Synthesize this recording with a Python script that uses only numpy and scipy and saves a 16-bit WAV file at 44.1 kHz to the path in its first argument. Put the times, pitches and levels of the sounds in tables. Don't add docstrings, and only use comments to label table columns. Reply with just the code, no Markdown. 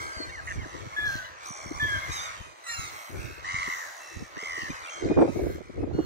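import sys
import numpy as np
from scipy import signal
from scipy.fft import rfft, irfft, next_fast_len
from scipy.io import wavfile
from scipy.ndimage import uniform_filter1d

SR = 44100
rng = np.random.default_rng(int(sys.argv[2]) if len(sys.argv) > 2 else 0)


def put_to_file(sound):
    columns = np.atleast_2d(sound).T
    safe = np.clip(columns, -1, 1)
    whole_steps = np.round(safe * 32767)
    wavfile.write(sys.argv[1], SR, whole_steps.astype(np.int16))


N = 266937

BIRD_VOICES = {"whistle": (0.0046, 7.2, 0.014, 1.2, 0.075, [3, -27, -29, -31, -25.5, -43.5, -49]),
               "pipe": (0.018, 6, 0.008, 2.5, 0.33, [2, -15.5, -44, -50, -56, -60, -62]),
               "shrill": (0.0117, 4.4, 0.023, 1.1, 0.07, [-2, -11, -12, -4.5, -20, -44, -43]),
               "open": (0.029, 3.5, 0.0179, 1.8, 0.079, [-9, -1, -2.5, -7, -22, -13.5, -26]),
               "reedy": (0.052, 4.9, 0.021, 2.8, 0.052, [-6, -8, -6.5, -10, -4, -25, -14, -20, -25, -38, -44]),
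               "warble": (0.0427, 2.7, 0.01, 5, 0.2, .06, [-12, -18, -2.5, -8, -4, -9, -19, -16, -21]),
               "squeal": (0.0254, 3.5, 0.017, 1, 0.093, [-32, -1, -11, -17, -44, -38, -33]),
               "chirp": (-0.134, 5.6, 0.0258, 4, 0.045, [-20, 1, -12, -27, -35, -37, -45]),
               "yip": (0.029, 5, .008, 3.5, 0.046, [0, -3, 1, -7, -9, -12, -26, -17, -20, -25]),
               "peep": (0.045, 5, 0.0087, 2.4, 0.05, [-8, -2, -8, -14, 1, -9, -28, -34]),
               "twin": (0.0082, 4, 0.012, 1.35, 0.06, [-28, -1, -26, -1.5, -30, -36, -46]),
               "thin": (0.0416, 5.8, 0.0242, 1.61, 0.029, [-28, -39, -40, -12, 7.5, -1, -7]),
               "scream": (0.14, 7.1, .022, 4.5, 0.076, [-10, 0, -21.5, -25, -25.5, -22.5, -24]),
               "shriek": (0.23, 9, .022, 1.9, 0.098, [-8, -0.5, -14, -33, -18.5, -22.5, -24]),
               "rasp": (0.0538, 13, 0.0139, 0.5, 0.069, [-2, -36, -51, -40, -34, -14, -20])}
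# t/s, length/s, f/Hz, sag by the end/Hz, level/dB, fade by the end/dB,
# brightness/dB per overtone from the strongest, left lag/ms (negative: left leads),
# rattle/Hz (clear cry unless above 30), voice name
GULL_CRIES = [(0.0, 0.33, 1602, 58, -41.5, 6.5, 3.5, 0.32, 6, "whistle"),
              (0.123, 0.13, 4740, 524, -50, -10, -10, .34, 0, "whistle"),
              (0.291, 0.023, 947, 13, -40, 4, 3, 0.48, 0, "squeal"),
              (0.308, 0.02, 1180, 140, -46, -4, -8, .39, 0, "squeal"),
              (0.296, 0.098, 1120, 34, -51, 0, 0.5, .34, 93, "rasp"),
              (0.321, 0.089, 1172, 407, -41, -6, -16, 0.4, 0, "squeal"),
              (0.47, 0.031, 995, 49, -33, -1, -6, 0.46, 183, "squeal"),
              (0.498, 0.029, 925, 31, -33.5, -3, -7, 0.46, 181, "squeal"),
              (0.486, 0.093, 1325, 153, -58.5, 8, 0, .35, -2, "thin"),
              (0.584, 0.068, 1020, 280, -41, -4, -6, 0.44, 3, "chirp"),
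              (0.446, 0.13, 1237, 180.5, -41.5, 8.5, 0.5, .41, 91.5, "rasp"),
              (0.6, 0.19, 1044, 68, -52, -2, -1, .34, 86, "rasp"),
              (0.921, 0.041, 1062, -120, -42.5, 12, -14, 0.51, 0, "open"),
              (0.962, 0.285, 1704, 228, -29.5, 12, 2.5, -.17, 0, "pipe"),
              (1.053, 0.14, 865, 28.5, -53, 5, 1.5, -.19, 85.5, "thin"),
              (1.24, 0.046, 1031, 64, -43.5, 5, -1.5, 0.43, 0, "open"),
              (1.449, 0.35, 1012, 73.5, -38, 14, 1.5, 0.31, 77.5, "rasp"),
              (1.74, 0.44, 996, 37.5, -34.5, 8, -1, 0.38, 72, "rasp"),
              (1.796, 0.21, 1737, 188.5, -29, 3.5, 4.5, 0.44, -5, "pipe"),
              (1.859, 0.36, 1087, 41, -42, 14, 1, 0.46, 84, "shriek"),
              (1.822, 0.27, 1633, -40, -42.5, 11, 1, 0.35, 0, "squeal"),
              (2.014, 0.084, 2155, 100, -41.5, 1, -1, 0.46, 0, "whistle"),
              (2.116, 0.18, 1300, 165.5, -37.5, 6, -1, .32, 0, "warble"),
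              (2.098, 0.22, 1110, 29.5, -50, -5, -12, 0.43, 88.5, "shriek"),
              (2.364, 0.13, 1598, 120, -51, 8, -11, 0.23, 4, "squeal"),
              (2.349, 0.33, 1049, 32, -84.5, 5, 8.5, .29, 0, "open"),
              (2.637, 0.11, 2034, 264, -41, -7, -1, 0.42, 0, "shrill"),
              (2.663, 0.25, 1390, 251, -37, 8.5, 0, 0.26, 0, "reedy"),
              (2.881, 0.39, 1104, 47, -59, -9, 4, 0.35, 72, "scream"),
              (3.193, 0.39, 1308, 36, -47, 15, 0.5, .33, 68, "squeal"),
              (3.442, 0.46, 1038, 250, -33.5, 10, -0.5, 0.53, 88, "scream"),
              (3.7, 0.6, 959, 73, -52.5, 0, 3.5, .01, 76, "scream"),
              (3.994, 0.26, 1354, 51.5, -52, 3.5, 3, .01, 0, "squeal"),
              (4.364, 0.33, 1069, 191, -36.5, -1, 0.5, .5, 82, "shriek"),
              (4.7, 0.022, 1243, 50, -44, 6, -2, .34, 0, "peep"),
              (4.799, 0.079, 4300, 1250, -56.5, 1, -12, 0.3, -7, "whistle"),
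              (4.823, 0.08, 1253, -140, -66.5, -29, -7, 0.25, -34, "squeal"),
              (4.894, 0.14, 1600, 25.5, -48, 4, 1, .35, 0, "twin"),
              (5.036, 0.043, 4820, 899, -57, 6, -12, .23, 0, "whistle"),
              (5.082, 0.19, 1243, 68.5, -47, 5, -3, 0.47, 0, "squeal"),
              (4.87, 0.22, 1087, 22, -59.5, -4, 0.5, 0.35, 96, "rasp"),
              (5.318, 0.23, 1121, 26, -51.5, 27, 2.5, -0.068, 80, "scream"),
              (5.931, 0.17, 1441, 40, -58.5, -1, -1.5, 0.28, 0, "yip")]


def gulls():
    direct = np.zeros((2, N))
    for start_s, *shape, bright_db, left_lag_ms, rattle_hz, voice in GULL_CRIES:
        *habit, overtones_db = BIRD_VOICES[voice]
        steps = np.arange(len(overtones_db)) - np.argmax(overtones_db)
        track = cry_track(start_s, *shape, *habit)
        place(direct, cry(track, rattle_hz, overtones_db + bright_db * steps), start_s, left_lag_ms)
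    t = np.arange(int(.3 * SR)) / SR
    shared = rng.standard_normal(len(t))
    tail = shared + 3.8 * rng.standard_normal((2, len(t)))
    tail = tail * np.exp(-t / 0.16) * (t > .003)
    tail /= np.sqrt(np.sum(tail ** 2, axis=1, keepdims=True))
    echoes = signal.fftconvolve(direct, tail, axes=1)[:, :N]
    return direct + undb(-12) * echoes


RELEASE_DB, RELEASE_POWER = 10.5, 12.4
BREAK_AT, BREAK_WIDTH, DIP_WIDTH = .42, 0.052, 0.15


def cry_track(start_s, length_s, hz, sag_hz, db, fade_db,
              scoop, soft_db, onset_s, power, sudden, dip=0.):
    u = np.linspace(0, 1, num=32)
    onset = np.exp(-u * length_s / onset_s)
    voice_break = (1 + np.tanh((u - BREAK_AT) / BREAK_WIDTH)) / 2
    spent = (1 - sudden) * u ** power + sudden * voice_break
    pitch_dip = dip * np.exp(-((u - BREAK_AT) / DIP_WIDTH) ** 2)
    track_hz = hz * (1 - scoop * onset - pitch_dip) - sag_hz * spent
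    track_db = db - soft_db * onset - fade_db * spent - RELEASE_DB * u ** RELEASE_POWER
    return np.transpose([start_s + u * length_s, track_hz, track_db])


THROAT_HZ, THROAT_RING_DB = 5930, 2.5


def cry(track, rattle_hz, overtones_db):
    s, hz, db = np.transpose(track)
    t = np.arange(s[0], s[-1], 1 / SR)
    n = len(t)
    rough = rattle_hz > 30
    husk = np.clip(abs(hz[-1] / hz[0] - 1) / (s[-1] - s[0]) / 4, 0, 1)
    jitter = .011 if rough else 0.0058 + 0.015 * husk
    hz = np.interp(t, s, hz) * (1 + jitter * walk(n, 400))
    beat_hz = rattle_hz * np.linspace(1.07, .92, n) * (1 + 0.034 * walk(n, 58.3))
    beat = np.cumsum(beat_hz) / SR + rng.random()
    sweep = 2 * np.pi * np.cumsum(hz * rough * 0.052 * np.sin(2 * np.pi * beat)) / SR
    phase = 2 * np.pi * np.cumsum(hz) / SR
    db_all = np.append(overtones_db, np.mean(overtones_db[-2:]) - 5.16 * np.arange(1, 4))
    level_db = np.interp(t, s, db)
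    effort = undb(0.44 * (level_db - db.max()))
    x = np.zeros(n)
    for k, gain in enumerate(undb(db_all), 1):
        gate_beat = beat + 0.024 * k * walk(n, 51.0)
        gate = np.exp((0.75 + 0.06 * k) * rough * np.cos(2 * np.pi * gate_beat))
        angle = k * phase + k ** 0.74 * sweep + 2 * np.pi * rng.random()
        if k == 1 and rough:
            gate = np.exp(2.2 * np.cos(2 * np.pi * (beat - .35)))
            angle = 1.1 * angle
        flicker = undb((2.0 + 0.07 * k + 2.5 * husk) * walk(n, 128))
        gain = gain * undb(rough * 2.5 * np.exp(-.5 * ((k * hz - THROAT_HZ) / 330) ** 2))
        push = 1 if k == 1 or rough else effort
        audible = k * hz < .45 * SR
        x += gain * push * unit(gate * flicker) * audible * np.sin(angle)
    if rough:
        ring_hz = THROAT_HZ * (hz / hz.mean()) ** 0.64 * (1 + 0.032 * walk(n, 300))
        bursts = unit(np.exp(1.3 * np.cos(2 * np.pi * beat)) * undb(1.3 * walk(n, 44.0)))
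        ring = np.sin(2 * np.pi * np.cumsum(ring_hz) / SR)
        x += undb(db_all[5] + THROAT_RING_DB) * bursts * ring
    edge = np.clip(np.minimum(t - s[0], s[-1] - t) / 0.003, 0, 1)
    return np.sqrt(2) * x * edge * undb(level_db)


def place(out, x, start_s, left_lag_ms):
    start = int(start_s * SR)
    add(out[1], x, start)
    add(out[0], x, start + int(round(left_lag_ms * SR / 1000)))


# t/s, hiss level/dB, level of the top hiss bands/dB
HISS_LEVEL = [(0.0, -48.5, -62), (0.24, -61.5, -86), (0.51, -59, -80), (0.89, -60.5, -83), (1.12, -50, -56),
              (1.28, -61, -73), (1.38, -64, -102), (1.47, -51.5, -64), (1.52, -62, -78), (2.05, -46, -66),
              (2.2, -43.5, -66), (2.55, -67.5, -87), (2.75, -46, -59), (3.36, -57.5, -63.5),
              (3.42, -66, -78.5), (3.47, -46, -85), (3.7, -43.5, -60.5), (4.28, -62.5, -79),
              (4.6, -51, -67), (4.97, -49.5, -85), (5.26, -60, -95.5), (5.36, -63, -68), (5.55, -66, -65),
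              (5.61, -78, -95), (5.88, -72.5, -102), (6.05, -65, -75)]
# t/s, level/dB
LOW_HISS_LEVEL = [(0, 0), (2.25, 0), (2.55, -4.5), (4.4, -3), (5.2, 0), (5.7, -13)]
# f/Hz, relative density/dB per Hz
HISS_SPECTRUM = [(290, -33), (500, 1), (660, 6), (850, 2), (1220, 2), (1430, 3), (2070, -1), (2460, -7),
                 (2970, -12.5), (4190, -7.5), (4910, -15), (6180, -10.5), (8000, -23.5), (15500, -32)]


def far_calls_and_hiss(count=70):
    hiss_db, top_hiss_db = curve(HISS_LEVEL)
    low_db, = curve(LOW_HISS_LEVEL)
    voices = np.zeros((2, N))
    for u in rng.random((count, 6)):
        s, hz, length_s = 6.3 * u[0] - .3, 900 + 300 * u[1], .08 + .3 * u[2]
        scream = u[3] <= .7
        if scream:
            track = [(s, .95 * hz, -8), (s + 0.264 * length_s, hz, 0), (s + length_s, .93 * hz, -6)]
        else:
            track = [(s, 1.1 * hz, -9), (s + .15 * length_s, 1.12 * hz, -3),
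                     (s + .6 * length_s, 1.04 * hz, -9)]
        x = cry(track, (70 + 70 * u[3]) * scream, [4.0, 2.0, -8.5, -8.5, -10.5, -13.5, -11.0])
        place(voices, x * undb(-8 * u[4] ** 2), s, 0.33 + 0.22 * u[5])
    hiss, drift = np.zeros((2, N)), walk(N, 4.1)
    spectrum_hz, spectrum_db = np.transpose(HISS_SPECTRUM)
    for hz in 500 * 2 ** np.arange(0, 5.1, 1 / 3):
        mid, left, right = (band(N, hz, 0.16) for _ in range(3))
        band_db = np.interp(np.log(hz), np.log(spectrum_hz), spectrum_db) + 10 * np.log10(hz / 1000)
        up = np.clip(np.log2(hz / 6500), 0, 1)
        depth = np.clip(hz / 9000, .35, .7) * np.clip((hz - 450) / 700, .15, 1)
        follow_db = depth * ((1 - up) * (hiss_db + 57.0) + up * (top_hiss_db + 82.5))
        follow_db += np.clip((1100 - hz) / 300, 0, 1) * low_db
        gain = undb(band_db + follow_db + 0.4 * drift + (2.8 - up) * walk(N, 10))
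        common = np.array([np.roll(mid, 16), mid])
        hiss += gain * (0.24 * common + 0.42 * np.array([left, right]))
    return undb(-53.0) * hiss + undb(-48 + .5 * (hiss_db + 60.0)) * unit(voices)


# t/s, rumble level/dB, flutter level/dB
STEADY_WIND = [(0.0, -44.5, -46), (0.2, -61, -42), (0.29, -49, -55.5), (0.6, -41, -54.5),
               (0.8, -49.5, -47.5), (1.15, -44.5, -59), (1.39, -61, -61.5), (1.58, -58.5, -47.5),
               (1.7, -45, -57), (1.86, -41, -50), (2.2, -46.5, -55.5), (2.43, -54.5, -59),
               (2.61, -77, -60.5), (2.78, -41, -55), (3.04, -71, -62), (3.14, -40.5, -42.5),
               (3.42, -51, -56), (3.6, -47, -58.5), (3.78, -65, -61), (4.08, -70, -61), (4.21, -41, -45),
               (4.42, -68.5, -58.5), (4.73, -39.5, -44), (4.91, -78, -69), (5.02, -41, -33.5),
               (5.08, -33.5, -27.5), (5.22, -37, -43), (5.31, -34.5, -29), (5.66, -44.5, -46.5),
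               (6.0, -34, -29.5)]
# t/s, left level/dB, right level/dB, centre f/Hz
WIND_BUFFETS = [(0.172, -34.5, -59, 100), (0.621, -34, -36, 112), (0.66, -36.5, -38, 340),
                (0.869, -33, -34, 125), (0.989, -62, -40, 306), (1.156, -31.5, -33.5, 142),
                (1.509, -48, -33.5, 157), (1.664, -34, -41, 150), (1.715, -27.5, -30.5, 247),
                (1.828, -26, -37, 95), (1.976, -41, -36, 81.5), (2.101, -34, -36, 97),
                (2.409, -34.5, -44, 107), (2.792, -30.5, -35.5, 95), (3.1, -38.5, -46, 242),
                (3.193, -49, -31, 79.5), (3.545, -36, -34, 95), (3.681, -32.5, -38, 213),
                (4.169, -38, -32, 151), (4.225, -30, -27.5, 186), (4.372, -35.5, -33.5, 215),
                (4.43, -44, -34.5, 332), (4.58, -40.5, -36.5, 300), (4.63, -34.5, -35, 145),
                (4.703, -28.5, -26, 181), (5.058, -23, -23, 245), (5.105, -17, -51, 263),
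                (5.116, -24, -15.5, 296), (5.176, -17, -14, 332), (5.191, -12.5, -11.5, 313),
                (5.218, -11.5, -11, 334), (5.232, -15.5, -26, 384), (5.252, -20.5, -17.5, 320),
                (5.28, -21, -47, 373), (5.293, -47, -19, 219), (5.363, -21.5, -27, 260),
                (5.395, -24, -24, 326), (5.419, -27, -30, 302), (5.467, -26, -21.5, 274),
                (5.5, -30.5, -32, 312), (5.55, -33, -41, 151), (5.585, -35.5, -38, 378),
                (5.61, -58, -30.5, 300), (5.7, -32.5, -39, 279), (5.785, -56, -34, 315),
                (5.834, -20.5, -28, 292), (5.878, -39, -26.5, 305), (5.913, -39, -30, 350),
                (5.947, -22.5, -24, 179), (5.991, -21, -15.5, 240), (6.03, -42, -54, 320)]
# f/Hz, level/dB
PORT_COLOUR = [(100, 4), (190, -5), (340, 3), (490, -2.5), (800, -1.5), (2000, -12.5)]


def wind():
    rumble_db, flutter_db = curve(STEADY_WIND)
    out, lumps = np.zeros((2, N)), walk(N, 22.02)
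    for side in out:
        lump_db = 3 * lumps + 4 * walk(N, 35)
        rumble = band(N, 88.4, 0.96) * undb(lump_db)
        side += unit(rumble) * undb(rumble_db)
        flutter = band(N, 378, 0.5) * undb(1.09 * lump_db + 3.8 * walk(N, 90))
        side += unit(flutter) * undb(flutter_db)
    out = out - .15 * out[::-1]
    t = np.arange(-2048, 2048) / SR
    for s, *ears_db, hz in WIND_BUFFETS:
        for side, db in zip(out, ears_db):
            width_s = 0.0052 + 0.00031 * max(db + 24.5, 0)
            shape = np.exp(-.5 * (t / width_s * np.where(t < 0, 1.5, .8)) ** 2)
            body = band(len(t), hz, 0.7)
            spray = band(len(t), 1.8 * hz, 0.98) * np.exp(-(t / 0.021) ** 2)
            x = (body + undb(-10.5 + 0.99 * (db + 16.5)) * spray) * shape
            level = undb(db) * np.sqrt(np.sum(shape ** 2) / np.sum(x ** 2))
            add(side, x * level, int((s + t[0]) * SR))
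    return 1.016 * np.tanh(colour(out, PORT_COLOUR) / 1.152)


def undb(db):
    return 10 ** (np.asarray(db, float) / 20)


def unit(x):
    return x / np.sqrt(np.mean(x ** 2))


def curve(table):
    s, *columns = np.transpose(table)
    return [np.interp(np.arange(N) / SR, s, c) for c in columns]


def walk(n, rate_hz):
    hold = max(int(SR / rate_hz), 1)
    steps = np.repeat(rng.standard_normal(n // hold + 1), hold)
    return 1.406 * uniform_filter1d(uniform_filter1d(steps, hold), hold)[:n]


def colour(x, points):
    hz, db = np.transpose(points)
    size = next_fast_len(x.shape[-1])
    f = np.arange(size // 2 + 1) * SR / size + 1
    gain = undb(np.interp(np.log(f), np.log(hz), db))
    return irfft(rfft(x, size) * gain, size)[..., :x.shape[-1]]


def band(n, hz, octaves):
    f = np.arange(n // 2 + 1) * SR / n + 1
    bell = np.exp(-.5 * (np.log2(f / hz) / octaves) ** 2)
    return unit(irfft(rfft(rng.standard_normal(n)) * bell, n))


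def add(out, x, start):
    a = min(max(start, 0), N)
    b = max(min(start + len(x), N), a)
    out[a:b] += x[a - start:][:b - a]


# f/Hz, level/dB
RIGHT_OVER_LEFT = [(300, 2), (1200, 0.5), (1800, -1.5), (2600, 2), (4000, 1.5), (7000, 3), (14000, 8.5)]


def scene():
    birds = gulls() + far_calls_and_hiss()
    right = [(hz, db / 2) for hz, db in RIGHT_OVER_LEFT]
    left = [(hz, -db) for hz, db in right]
    birds = np.array([colour(birds[0], left), colour(birds[1], right)])
    return birds + wind()


TOP_HZ = 15730


def record(dry):
    bass_cut = signal.butter(2, 30, "high", fs=SR, output="sos")
    top_cut = signal.ellip(14, .3, 80, TOP_HZ, fs=SR, output="sos")
    return signal.sosfilt(top_cut, signal.sosfilt(bass_cut, dry))


dry = scene()
out = record(dry)
put_to_file(out)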